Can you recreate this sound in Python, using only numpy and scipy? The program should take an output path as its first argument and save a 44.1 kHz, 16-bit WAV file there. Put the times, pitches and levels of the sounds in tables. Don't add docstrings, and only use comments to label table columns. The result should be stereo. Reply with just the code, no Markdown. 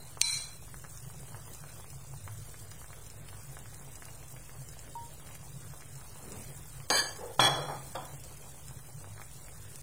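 import sys
import numpy as np
from scipy import signal
from scipy.fft import rfft, irfft, next_fast_len
from scipy.io import wavfile
from scipy.ndimage import uniform_filter1d, minimum_filter1d, map_coordinates

SR = 44100
rng = np.random.default_rng(int(sys.argv[2]) if len(sys.argv) > 2 else 0)


def wrap_up_sound(samples):
    columns = np.atleast_2d(samples).T
    tamed = np.clip(columns, -1, 1)
    steps = np.round(tamed * 32767).astype(np.int16)
    wavfile.write(sys.argv[1], SR, steps)


def volts_from_decibels(level):
    exponent = np.asarray(level, float) / 20
    return 10 ** exponent


N = 433062


def unit(x):
    return x / np.sqrt(np.mean(np.abs(x) ** 2) + 1e-20)


def along(points, hz):
    point_hz, value = np.transpose(points)
    return np.interp(np.log(hz + 1), np.log(point_hz + 1), value)


def wobble(rate, size):
    knots = rng.standard_normal(int(size * rate / SR) + 4)
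    return map_coordinates(knots, [np.arange(size) * rate / SR])


def filtered(x, response):
    size = next_fast_len(x.shape[-1] + 8192)
    spectrum = rfft(x, size) * response(np.fft.rfftfreq(size, 1 / SR))
    return irfft(spectrum, size)[..., :x.shape[-1]]


def resonances(peaks):
    def response(f):
        total = 0
        for k, (hz, width, db) in enumerate(peaks):
            total = total + (-1) ** k * volts_from_decibels(db) * 1j * f * width / (hz * hz - f * f + 1j * f * width)
        return total
    return response


# pitch_hz, likeness (1 = same)
LIKENESS = [(60, 1.0), (150, 1), (380, 0.83), (950, 0.56), (2380, 0.02), (5980, 0.013), (15000, 0.086)]


def spread(pair, colour):
    def mid_side(hz):
        turn = np.arccos(np.clip(along(LIKENESS, hz), -1, .985)) / 2
        return colour(hz) * [np.cos(turn), np.sin(turn)]
    mid, side = filtered(pair, mid_side)
    return unit(np.array([mid + side, mid - side]))


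def rush(spectrum, patchy_db, tall=6, long=8):
    z = signal.stft(rng.standard_normal((2, N)), nperseg=512)[2]
    field = uniform_filter1d(rng.standard_normal(z.shape[1:]), tall, 0)
    field = uniform_filter1d(field, long, 1)
    pair = signal.istft(z * volts_from_decibels(patchy_db * unit(field)), nperseg=512)[1][:, :N]
    return spread(pair, lambda hz: volts_from_decibels(along(spectrum, hz)))


def grains(s, db, hz, cycles, rise, size):
    turns = hz[:, None] * np.arange(size) / SR
    life = turns / cycles
    wave = volts_from_decibels(db)[:, None] * np.exp(-life) * np.sin(2 * np.pi * turns * (1 + rise * life / 2))
    at = np.round(s * SR).astype(int)[:, None] + np.arange(size)
    return np.bincount(at.ravel(), wave.ravel(), N + size)[:N]


def swarm(count, low_hz, high_hz, spread_db, cycles, size):
    when, pitch, luck = rng.random((count, 3)).T
    hz = low_hz * (high_hz / low_hz) ** pitch
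    db = -spread_db * np.log(np.maximum(luck, 1 / 40))
    return unit(grains(when * N / SR, db, hz, cycles, 0.17, size))


def played(s, db, rise_db, hold, fall_db):
    longest_s, silent_db = 0.544, -68
    length_s = min(hold + abs(db - silent_db) / fall_db, longest_s)
    t = np.arange(round(length_s * SR)) / SR
    level_db = db - rise_db * np.clip(1 - t / hold, 0, 1) - fall_db * np.clip(t - hold, 0, None)
    fade_in, fade_out = np.clip(t * 1000, 0, 1), np.clip((t[-1] - t) / 0.017, 0, 1)
    return round(s * SR), t, volts_from_decibels(level_db) * fade_out * fade_in


# pitch_hz, fade_db_per_s
PARTIAL_FADE = [(2000, -39), (6000, -2.5), (14000, -22)]


def chime(partials, t, scatter, rate):
    out = np.zeros((2, len(t)))
    for hz, db in partials:
        waver = [unit(1 + scatter * (wobble(rate, len(t)) + 1j * wobble(rate, len(t)))) for _ in "lr"]
        apart = min(hz / 6000, 1) * (rng.random((2, 1)) - .5)
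        phase = 2 * np.pi * (hz * t + rng.random() + apart)
        out += volts_from_decibels(db + along(PARTIAL_FADE, hz) * t) * np.real(waver * np.exp(1j * phase))
    return unit(out)


# start_s, level_db, rise_db, hold_s, fall_db_per_s
RINGS = [
    (0, -62.5, -3, 0.0071, 65.5),
    (0.2147, -37, 2.5, 0.13, 116),
    (0.2148, -36, 5.5, 0.12, 117),
    (6.901, -30.5, 3.5, 0.1, 135),
    (6.9017, -33.5, 1.5, 0.087, 145.5),
    (7.3964, -28, 6, .07, 81),
    (7.402, -34.5, -2.5, 0.052, 51),
    (7.955, -62, -8.5, 0.025, 61),
]
# start_s, level_db, rise_db, hold_s, fall_db_per_s
BOWL_NOTE = [
    (0.218, -56.5, 4, 0.0099, 49),
    (4.953, -42, -1, 0.015, 330),
    (4.974, -49, 3, 0.063, 210),
]
# pitch_hz, level_db
FAINT_MODES = [(3902, -6), (4053, 0), (4175, 5)]
BOWL_MODES = [(2805, -63.5), (3360, -62.5), (3548, -65), (4031, -47), (4230, -62), (5491, -57), (5730, -58),
              (6650, -67), (6804, -61), (8415, -51.5), (9029, -55), (10734, -59), (11000, -71),
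              (14449, -68)]
LADLE_MODES = [(2304, -55.5), (2327, -57), (4115, -47.5), (4650, -57.5), (6013, -47.5), (6412, -60),
               (8108, -51), (8327, -57), (8484, -64), (8662, -59), (9274, -53), (11773, -67), (13200, -68),
               (15122, -67)]
PLATE_MODES = [(1684, -49), (1717, -41), (2729, -58.5), (3122, -44.5), (3478, -51), (4657, -41.5),
               (4778, -48), (4807, -50), (6494, -38), (7814, -50.5), (7930, -46.5), (9390, -49),
               (9588, -50.5), (10643, -54)]
SPOON_MODES = [(2310, -43.5), (4123, -38.5), (4559, -60), (4608, -39.5), (4632, -42), (4730, -44),
               (6090, -51), (8620, -42), (9220, -56), (10239, -53), (11133, -55), (12177, -51),
               (13496, -54), (15009, -56)]
LANDING_MODES = [(1723, -49), (1900, -54), (1992, -54.5), (2654, -55), (3058, -50), (3348, -38),
                 (6100, -56), (6495, -56), (6910, -65), (7930, -60), (8650, -58), (9260, -64), (11763, -59),
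                 (14847, -63)]
DISH_MODES = [(2245, -55.5), (2385, -46), (4100, -45), (4307, -57), (4565, -53), (4673, -53.5), (5550, -46),
              (5800, -55), (7370, -66), (8125, -46), (9030, -49), (10750, -69), (11100, -63), (13146, -65)]
SETTLING_MODES = [(3150, 0), (3400, 5), (3360, 6.5), (3650, -9.5), (2150, -4), (2500, -10)]
# waver_share, skirt_db, width_hz, left_minus_right_db
BLUR = [(0.87, 7, 110, 1), (0.57, 3.8, 80, -0.5), (0.37, 3.4, 114, 2.5), (0.49, 4.2, 92, 0.5),
        (0.33, 4.5, 120, 4), (0.19, 0, 73, -1), (0.44, 5, 70, 0.5), (1.1, 7.5, 140, -2)]
# start_s, swell_db
REBOUNDS = [
    (6.926, -1),
    (6.953, -1),
    (6.968, 1),
    (6.999, -9),
    (7.449, -3),
]
# start_s, change_db
DAMPED = [
    (7.004, -4),
    (7.479, -7),
    (7.575, -2.5),
]


def clinks():
    first_swings_db = [-16, 18.5, 22, 9.5, 1, 8, 3, -1]
    grip_s, rebound_s = 0.002, 0.0034
    skirt_fall, minor_hz, minor_db = 0.93, 34.97, 3.5
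    out = np.zeros((2, N))
    struck = [FAINT_MODES, BOWL_MODES, LADLE_MODES, PLATE_MODES, SPOON_MODES, LANDING_MODES, DISH_MODES,
              SETTLING_MODES]
    for blow, partials, free_db, blur in zip(RINGS, struck, first_swings_db, BLUR):
        share, skirt_db, width, lean_db = blur
        at, t, gain = played(*blow)
        again = 0
        for s, db in REBOUNDS:
            since = t + blow[0] - s
            again = again + volts_from_decibels(db) * np.clip(since / 0.0051, 0, 1) * np.exp(-np.abs(since) / rebound_s)
        gain = gain * (1 + volts_from_decibels(free_db) * np.exp(-(t / grip_s) ** 2) + again)
        gain = gain * volts_from_decibels([[lean_db / 2], [-lean_db / 2]])
        muted_db = sum(db * np.clip((t + blow[0] - s) / 0.0029, 0, 1) for s, db in DAMPED if s > blow[0])
        gain = gain * volts_from_decibels(muted_db)
        ripple = rng.standard_normal(2000)

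        def minor_modes(f):
            skirts = sum(volts_from_decibels(db) / (1 + ((f - hz) / width) ** 2) ** skirt_fall for hz, db in partials)
            return skirts * volts_from_decibels(minor_db * map_coordinates(ripple, [f / minor_hz]))

        smear = filtered(rng.standard_normal((2, len(t))), minor_modes)
        ring = chime(partials, t, scatter=share, rate=26.8)
        out[:, at:at + len(t)] += gain * (ring + volts_from_decibels(skirt_db) * unit(smear))
    for blow in BOWL_NOTE:
        at, t, gain = played(*blow)
        out[:, at:at + len(t)] += gain * chime([(934, 0)], t, scatter=0.17, rate=2.8)
    return out


# start_s, peak_db, centre_hz, length_s
CRACKS = [(0.2105, -25, 8500, 0.006), (0.2123, -20, 6500, 0.0033), (0.2142, -15, 6500, 0.0027),
          (4.954, -40, 620, 0.0067), (6.904, -13.5, 3000, 0.006), (6.9267, -24, 4500, .004),
          (7.3915, -30, 1500, .01), (7.3945, -22, 1490, 0.0048), (7.406, -14, 3800, 0.0054),
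          (6.913, -41, 3000, 0.023), (7.944, -48, 2000, 0.018), (7.954, -29, 3300, 0.015),
          (7.446, -22, 1480, 0.0047), (7.949, -39, 1400, 0.011)]
# start_s, peak_db, pitch_hz
PINGS = [
    (0.2145, -13, 4200),
    (0.2148, -11.5, 6100),
    (0.2150, -11, 8900),
    (0.2149, -26, 2900),
    (0.2167, -15, 7200),
]
# start_s, peak_db, pitch_hz
THUDS = [
    (0.212, -35, 900),
    (7.395, -8.5, 915),
    (7.3988, -11, 1100),
    (7.955, -25.5, 1060),
    (7.9611, -29, 1200),
]


def cracks():
    out, t = np.zeros(N), np.arange(SR // 20) / SR
    for s, db, hz, length in CRACKS:
        colour = resonances([(hz, 1.3 * hz, 0)])
        burst = unit(filtered(rng.standard_normal(len(t)), lambda f: colour(f) ** 2))
        burst = volts_from_decibels(db - 10.5 - 20 * t / length) * burst * np.clip(t / 0.0002, 0, 1)
        out[round(s * SR):][:len(t)] += burst
    pings = grains(*np.transpose(PINGS), cycles=6.5, rise=0.01, size=800)
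    floor_hz = 2000
    out += filtered(pings, lambda f: (1j * f / (floor_hz + 1j * f)) ** 2)
    return out + grains(*np.transpose(THUDS), cycles=0.77, rise=0.16, size=400)


# start_s, level_db, rise_db, hold_s, fall_db_per_s
CLATTER = [
    (0.212, -51, 6, 0.1, 63),
    (6.208, -48.5, 9, 0.13, 117.5),
    (6.901, -34, -7.5, 0.058, 98),
    (7.184, -40, 7, 0.054, 115.5),
    (7.393, -27.5, -3, 0.073, 84),
    (7.571, -37, 5, 0.023, 199),
    (7.681, -36, 1.5, 0.029, 168),
    (7.95, -40.5, -7, 0.03, 124.5),
]
# pitch_hz, width_hz, level_db
BODIES = [
    [(1680, 690, 12)],
    [(198, 71, -1), (413, 310, -8), (820, 560, -2.5)],
    [(505, 170, -3), (860, 110, 5), (1090, 65, 0.5), (1770, 9.2, -20)],
    [(477, 70, 13.5), (846, 58, 12)],
    [(288, 9.6, -3.5), (800, 15, 4), (1060, 22, 4.5), (1244, 24, -5), (1770, 25, -30)],
    [(500, 50, 19), (620, 82, 18)],
    [(500, 290, -6), (835, 50, 9.5), (1200, 18, 3), (1790, 99, -31)],
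    [(308, 15, 1.5), (521, 21, 7), (740, 40, 2), (1006, 56, 6), (1210, 64, -9), (1600, 520, -22)],
]


def clatter():
    counter = (854, 910, -4)
    out = np.zeros((2, N))
    for burst, body in zip(CLATTER, BODIES):
        at, t, gain = played(*burst)
        rattle = rng.standard_normal((2, len(t))) * volts_from_decibels(0.81 * wobble(89.0, len(t)))
        modes = resonances([*body, counter])
        out[:, at:at + len(t)] += gain * spread(rattle, lambda f: modes(f) / (1 + (f / 2000) ** 6))
    return out


# time_s, level_db
SIMMER = [(0, 2), (.3, 0.5), (.65, 0.5), (1.66, 2.5), (2.07, 0), (2.51, 2), (3.1, 0), (3.6, 1), (5.8, 1),
          (6.1, 1), (6.38, 5.5), (6.7, 1.5), (8.1, 4), (8.3, 1), (9.2, 0.5), (9.82, 0.5)]
# pitch_hz, level_db_per_hz
GURGLE = [(120, -4), (200, -9), (573, -10), (1680, -14), (3310, -15.5), (4000, -14.5), (5200, -19),
          (8800, -120)]
FIZZ = [(1470, -36), (2500, -17), (4850, -8.5), (8380, 1.5), (9770, 0.5), (12800, -6.5), (15200, -0.5),
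        (15800, -8)]
# start_s, peak_db, pitch_hz
PLOPS = [(0.173, -33, 990), (0.625, -44, 710), (0.743, -36.5, 1390), (0.842, -36, 1410),
         (1.101, -41.5, 1180), (1.145, -44, 630), (1.322, -44, 950), (1.346, -34.5, 1340),
         (1.48, -40.5, 970), (1.639, -36, 1260), (1.799, -40, 910), (1.844, -41, 1030), (2.138, -39, 840),
         (2.277, -35.5, 970), (2.543, -37, 1600), (2.718, -39.5, 1380), (2.816, -40.5, 1110),
         (2.905, -42, 1090), (3.569, -34, 1350), (3.658, -39, 1600), (4.023, -33, 1600), (4.064, -44, 920),
         (4.341, -41.5, 710), (4.769, -43, 630), (5.199, -44, 1330), (5.737, -40, 900),
         (6.014, -40.5, 1310), (9.044, -37.5, 1200), (9.164, -45, 536), (9.198, -35.5, 996),
         (2.278, -33.5, 1690), (2.8436, -39, 1370), (2.931, -36, 1740), (3.2877, -30.5, 3400),
            (3.344, -44, 1420), (4.085, -35.5, 2340), (4.878, -42.5, 1720), (5.272, -39, 2660),
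            (5.2897, -42, 1760), (5.311, -37, 2400), (5.3537, -37, 2150), (5.822, -38, 1680),
            (8.791, -42.5, 1430), (9.179, -37.5, 1670), (9.2044, -55, 1620), (9.217, -32, 1860),
            (9.484, -39, 1880)]
LESSER_PLOPS = [(0.681, -42.5, 896), (0.743, -47, 1450), (0.849, -34, 1380), (0.953, -54, 646),
                (1.232, -43, 616), (1.282, -43, 1560), (1.549, -45, 600), (1.931, -42, 855),
                (2.048, -44, 845), (2.623, -48, 834), (3.329, -38, 1210), (3.734, -42, 1850),
                (3.813, -43, 993), (3.877, -42, 743), (3.972, -43.5, 713), (4.109, -46, 729),
                (4.228, -40, 1940), (4.365, -36.5, 2010), (4.495, -38.5, 1630), (4.554, -44, 633),
                (4.618, -44, 651), (5.104, -51, 654), (5.304, -42, 904), (5.342, -46, 700),
                (5.407, -48, 600), (5.43, -42, 778), (5.46, -49, 646), (5.805, -42, 1050),
                (5.889, -57, 692), (6.094, -46, 727), (6.158, -39, 918), (6.241, -40, 740),
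                (6.547, -56, 600), (6.714, -55, 600), (6.802, -39.5, 894), (8.438, -43, 767),
                (8.615, -46, 600), (8.71, -40.5, 756), (8.865, -53, 610), (8.89, -42.5, 641),
                (9.074, -40, 694)]
# start_s, peak_db, pitch_hz
SNAPS = [(1.1383, -39, 5870), (1.284, -46, 4200), (1.4631, -47, 5450), (2.132, -52, 2580),
         (2.2278, -49, 5600), (2.7157, -31.5, 5830), (3.0644, -49, 5130), (3.0998, -45, 5700),
         (3.9559, -34, 6000), (4.0527, -47, 5860), (4.0896, -45, 2850), (4.5103, -45, 5160),
         (5.3497, -45, 5820), (5.4157, -41, 5250), (5.513, -53, 5960), (5.809, -35, 5570),
         (6.8027, -38, 2770), (7.1644, -31, 4640), (8.1994, -56, 5550), (8.3267, -45, 5370),
         (8.395, -49, 2680), (8.4263, -41.5, 2740), (8.6827, -48, 3530), (9.0244, -43, 5710),
         (9.3134, -54, 5540)]
SPITS = [(0.9742, -45, 6560), (1.194, -48, 9800), (1.548, -42, 7400), (1.903, -40, 8640),
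         (2.206, -46, 9500), (2.3788, -45, 8000), (2.714, -45.5, 7900), (3.065, -43.5, 7700),
         (3.101, -41.5, 7900), (3.5894, -39.5, 8950), (3.745, -45, 7900), (3.9564, -39.5, 7900),
         (4.0542, -39.5, 9400), (4.688, -40.5, 7700), (4.7918, -41.5, 7600), (5.137, -44.5, 10000),
         (5.351, -41, 11000), (5.956, -43, 8100), (6.007, -49, 8440), (6.3204, -36.5, 8000),
         (7.093, -38, 8400), (7.16, -40, 8800), (7.173, -38.5, 9000), (8.0537, -38.5, 9250),
         (8.1994, -46, 8800), (8.238, -42, 8250), (8.372, -43, 9000), (8.683, -39, 8100),
         (9.314, -44, 8900), (9.484, -48, 11000), (9.218, -51, 12100), (9.3554, -48, 9250),
         (9.719, -45, 9140), (9.7579, -38.5, 8600)]


def soup():
    time_s, level_db = np.transpose(SIMMER)
    heat_db = np.interp(np.arange(N) / SR, time_s, level_db)
    boil = wobble(14, N)
    gurgle_db = -56.5 + heat_db + 0.67 * boil
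    fizz_db = -53 + 0.85 * heat_db + 0.041 * boil + 1.08 * wobble(30, N)

    bubbles = np.array([swarm(count=900, low_hz=364.0, high_hz=3006, spread_db=-0.5, cycles=2.5, size=500)
                        for _ in "ab"])
    gurgle = rush(GURGLE, patchy_db=2.5) + volts_from_decibels(-10.5) * spread(bubbles, lambda hz: 1)
    crackle = np.array([swarm(count=7000, low_hz=3660, high_hz=13500, spread_db=-0.5, cycles=0.93, size=64)
                        for _ in "ab"])
    fizz = rush(FIZZ, patchy_db=2.7, tall=20, long=2)
    fizz = fizz + volts_from_decibels(-1.5) * spread(crackle, lambda hz: volts_from_decibels(along(FIZZ, hz)))
    bed = volts_from_decibels(gurgle_db) * gurgle + volts_from_decibels(fizz_db) * fizz

    pops = volts_from_decibels(4.5) * grains(*np.transpose(PLOPS), cycles=0.65, rise=0.088, size=700)
    pops += volts_from_decibels(2.5) * grains(*np.transpose(LESSER_PLOPS), cycles=0.66, rise=0.078, size=700)
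    pops += volts_from_decibels(5) * grains(*np.transpose(SNAPS), cycles=1.0, rise=0.037, size=200)
    spits = grains(*np.transpose(SPITS), cycles=2.24, rise=0.003, size=200)
    sputter = rng.standard_normal(300) * volts_from_decibels(-60 * np.arange(300) / SR / 0.0056)
    return bed, pops + volts_from_decibels(1.0) * np.convolve(spits, sputter)[:N]


# delay_s, level_db
WOK_ECHOES = [(.0012, -22.5), (.0027, -14.5), (.005, -7.5), (.0083, -8)]


def wok(x):
    skew = np.array([[1.06], [.94]])

    def echoes(f):
        return 1 + sum(volts_from_decibels(db) * np.exp(-2j * np.pi * f * s * skew) for s, db in WOK_ECHOES)
    return filtered(x, echoes)


def surging(rest_db, surges):
    edge_s = 0.026
    t, gain = np.arange(N) / SR, volts_from_decibels(rest_db + 1.34 * wobble(6.9, N))
    for s, length, db in surges:
        u = np.clip((t - s + edge_s) / (length + 2 * edge_s), 0, 1)
        gain = gain + volts_from_decibels(db) * np.sin(np.pi * u) ** 2
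    return gain


# pitch_hz, level_db_per_hz
RUMBLE = [(12, -12), (20, -13), (48, 3.5), (80, -3.5), (159, -3), (216, -22), (300, -19.5), (660, -120)]
# pitch_hz, width_hz
HOLLOWS = [(103, 9.3), (136, 18.4)]
# start_s, length_s, level_db
LOW_SURGES = [(0.641, 0.03, -62), (1.325, 0.031, -49), (1.521, 0.03, -61), (2.116, 0.38, -46),
              (2.6, 0.037, -57), (2.665, 0.086, -55), (3.152, 0.063, -51), (3.25, 0.16, -52),
              (3.648, 0.045, -53), (3.74, 0.047, -59), (5.012, 0.042, -55), (5.629, 0.054, -59),
              (6.34, 0.079, -52), (6.447, 0.037, -57), (7.27, 0.045, -61), (8.066, 0.077, -63),
              (8.948, 0.29, -52), (9.544, 0.22, -55)]
HIGH_SURGES = [(0.336, 0.047, -58), (1.039, 0.061, -50), (1.164, 0.078, -48.5), (1.302, 0.047, -48),
               (1.408, 0.039, -52), (1.593, 0.073, -52), (1.893, 0.14, -51), (2.084, 0.1, -46.5),
               (2.384, 0.06, -48.5), (3.21, 0.037, -55), (3.483, 0.052, -49), (3.754, 0.062, -50),
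               (3.854, 0.034, -56), (4.313, 0.069, -52), (4.575, 0.056, -47.5), (5.397, 0.032, -50.5),
               (5.522, 0.075, -47), (5.654, 0.076, -47), (5.936, 0.046, -47), (6.432, 0.13, -48.5),
               (6.752, 0.086, -48),
               (7.967, 0.05, -53),
    (8.119, 0.05, -47.5),
    (8.663, 0.059, -52),
    (8.935, 0.055, -46),
    (9.076, 0.069, -57),
]


def burner():
    out = volts_from_decibels(-55.0) * rush(RUMBLE, patchy_db=0.5)
    gains = [surging(-61, LOW_SURGES), surging(-59, HIGH_SURGES)]
    at, t, boom = played(7.396, db=-37.5, rise_db=-4.5, hold=-0.04, fall_db=41)
    gains[1][at:at + len(t)] += boom
    for (hz, width), gain in zip(HOLLOWS, gains):
        hollow = resonances([(hz, width, 0)])
        band = spread(rng.standard_normal((2, N)), lambda f: hollow(f) ** 2)
        swell = np.sqrt(np.abs(uniform_filter1d(band[0] ** 2, size=3000)) + 1e-12)
        out += gain * unit(band / swell)
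    return out


# pitch_hz, t60_s
KITCHEN = [(300, 0.17), (3000, 0.54), (12000, 0.077)]


def kitchen(x):
    hz, t, z = signal.stft(rng.standard_normal((2, SR // 2)), SR, nperseg=256)
    decay = volts_from_decibels(-60 * t / along(KITCHEN, hz)[:, None])
    tail = signal.istft(z * decay, SR, nperseg=256)[1]
    delayed = np.pad(x, (200, 0))[None]
    return signal.fftconvolve(delayed, tail / np.linalg.norm(tail[0]), axes=1)[:, :N]


# start_s, depth_db, hold_s, recovery_s
DUCKS = [
    (.217, -13, .09, .03),
    (6.902, -6, .09, .08),
    (7.394, -6, .08, .08),
]


def ducking():
    t, db = np.arange(N) / SR, 0
    for s, depth_db, hold, recovery in DUCKS:
        db = db + depth_db * (t > s) * np.exp(-np.clip(t - s - hold, 0, None) / recovery)
    return volts_from_decibels(db)


# pitch_hz, margin_db
THIN = [(900, -40), (1600, -9), (2500, -4), (4500, -1), (6500, -3.5), (9000, -4), (12500, -2), (15000, -5)]
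# pitch_hz, margin_db
ROUNDED = [(1000, -14.5), (2500, -7.5), (5000, -2.5), (8500, -3.5), (12500, -1), (15000, -0.5)]


def thinned(x):
    hz, _, z = signal.stft(x, SR, nperseg=1280)
    power = uniform_filter1d(np.abs(z.sum(0)) ** 2, size=3, axis=1, origin=-1)
    power = uniform_filter1d(power, size=5, axis=0)
    near_db = 10 * np.log10(np.abs(power) + 1e-30)
    luck = uniform_filter1d(rng.standard_normal(z.shape[1:]), size=8, axis=0)
    luck = uniform_filter1d(luck, size=2, axis=1)
    margin_db = near_db - uniform_filter1d(near_db, size=41, axis=0) + 2.8 * unit(luck)
    lost = minimum_filter1d(margin_db, size=3, axis=1) < along(THIN, hz)[:, None]
    around = uniform_filter1d(np.abs(z) ** 2, size=9, axis=1)
    around = uniform_filter1d(around, size=3, axis=2)
    lost = lost | (np.abs(z) ** 2 < around * volts_from_decibels(2 * along(ROUNDED, hz))[:, None])
    loud_db = 10 * np.log10(np.abs(z[0, 60:]) ** 2 + 1e-30).mean(0)
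    lost &= np.diff(loud_db, prepend=loud_db[0]) < 5
    return signal.istft(z * np.where(lost, volts_from_decibels(-40), 1), SR, nperseg=1280)[1][:, :N]


def scene():
    bed, pops = soup()
    contacts = cracks()
    simmer = bed + wok(pops) + volts_from_decibels(-7.5) * kitchen(pops)
    blows = clinks() + clatter() + contacts + volts_from_decibels(-13) * kitchen(contacts)
    return burner() + ducking() * simmer + volts_from_decibels([[-.7], [.7]]) * blows


# pitch_hz, left_minus_right_db
LEAN = [(180, 0), (550, -.5), (1650, -1), (5000, -2.5), (15000, -3.5)]


def roll_off(x):
    return signal.sosfilt(signal.butter(12, 15870, fs=SR, output="sos"), x)


def record(dry):
    def balance(hz):
        return volts_from_decibels(np.outer([.5, -.5], along(LEAN, hz))) * (hz < 15870)
    ports = filtered(dry, balance)
    ports = ports / (1 + np.abs(ports / .8) ** 4) ** (1 / 4)
    mix = thinned(ports) + 0.0029
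    return roll_off(mix)


dry = scene()
out = record(dry)
wrap_up_sound(out)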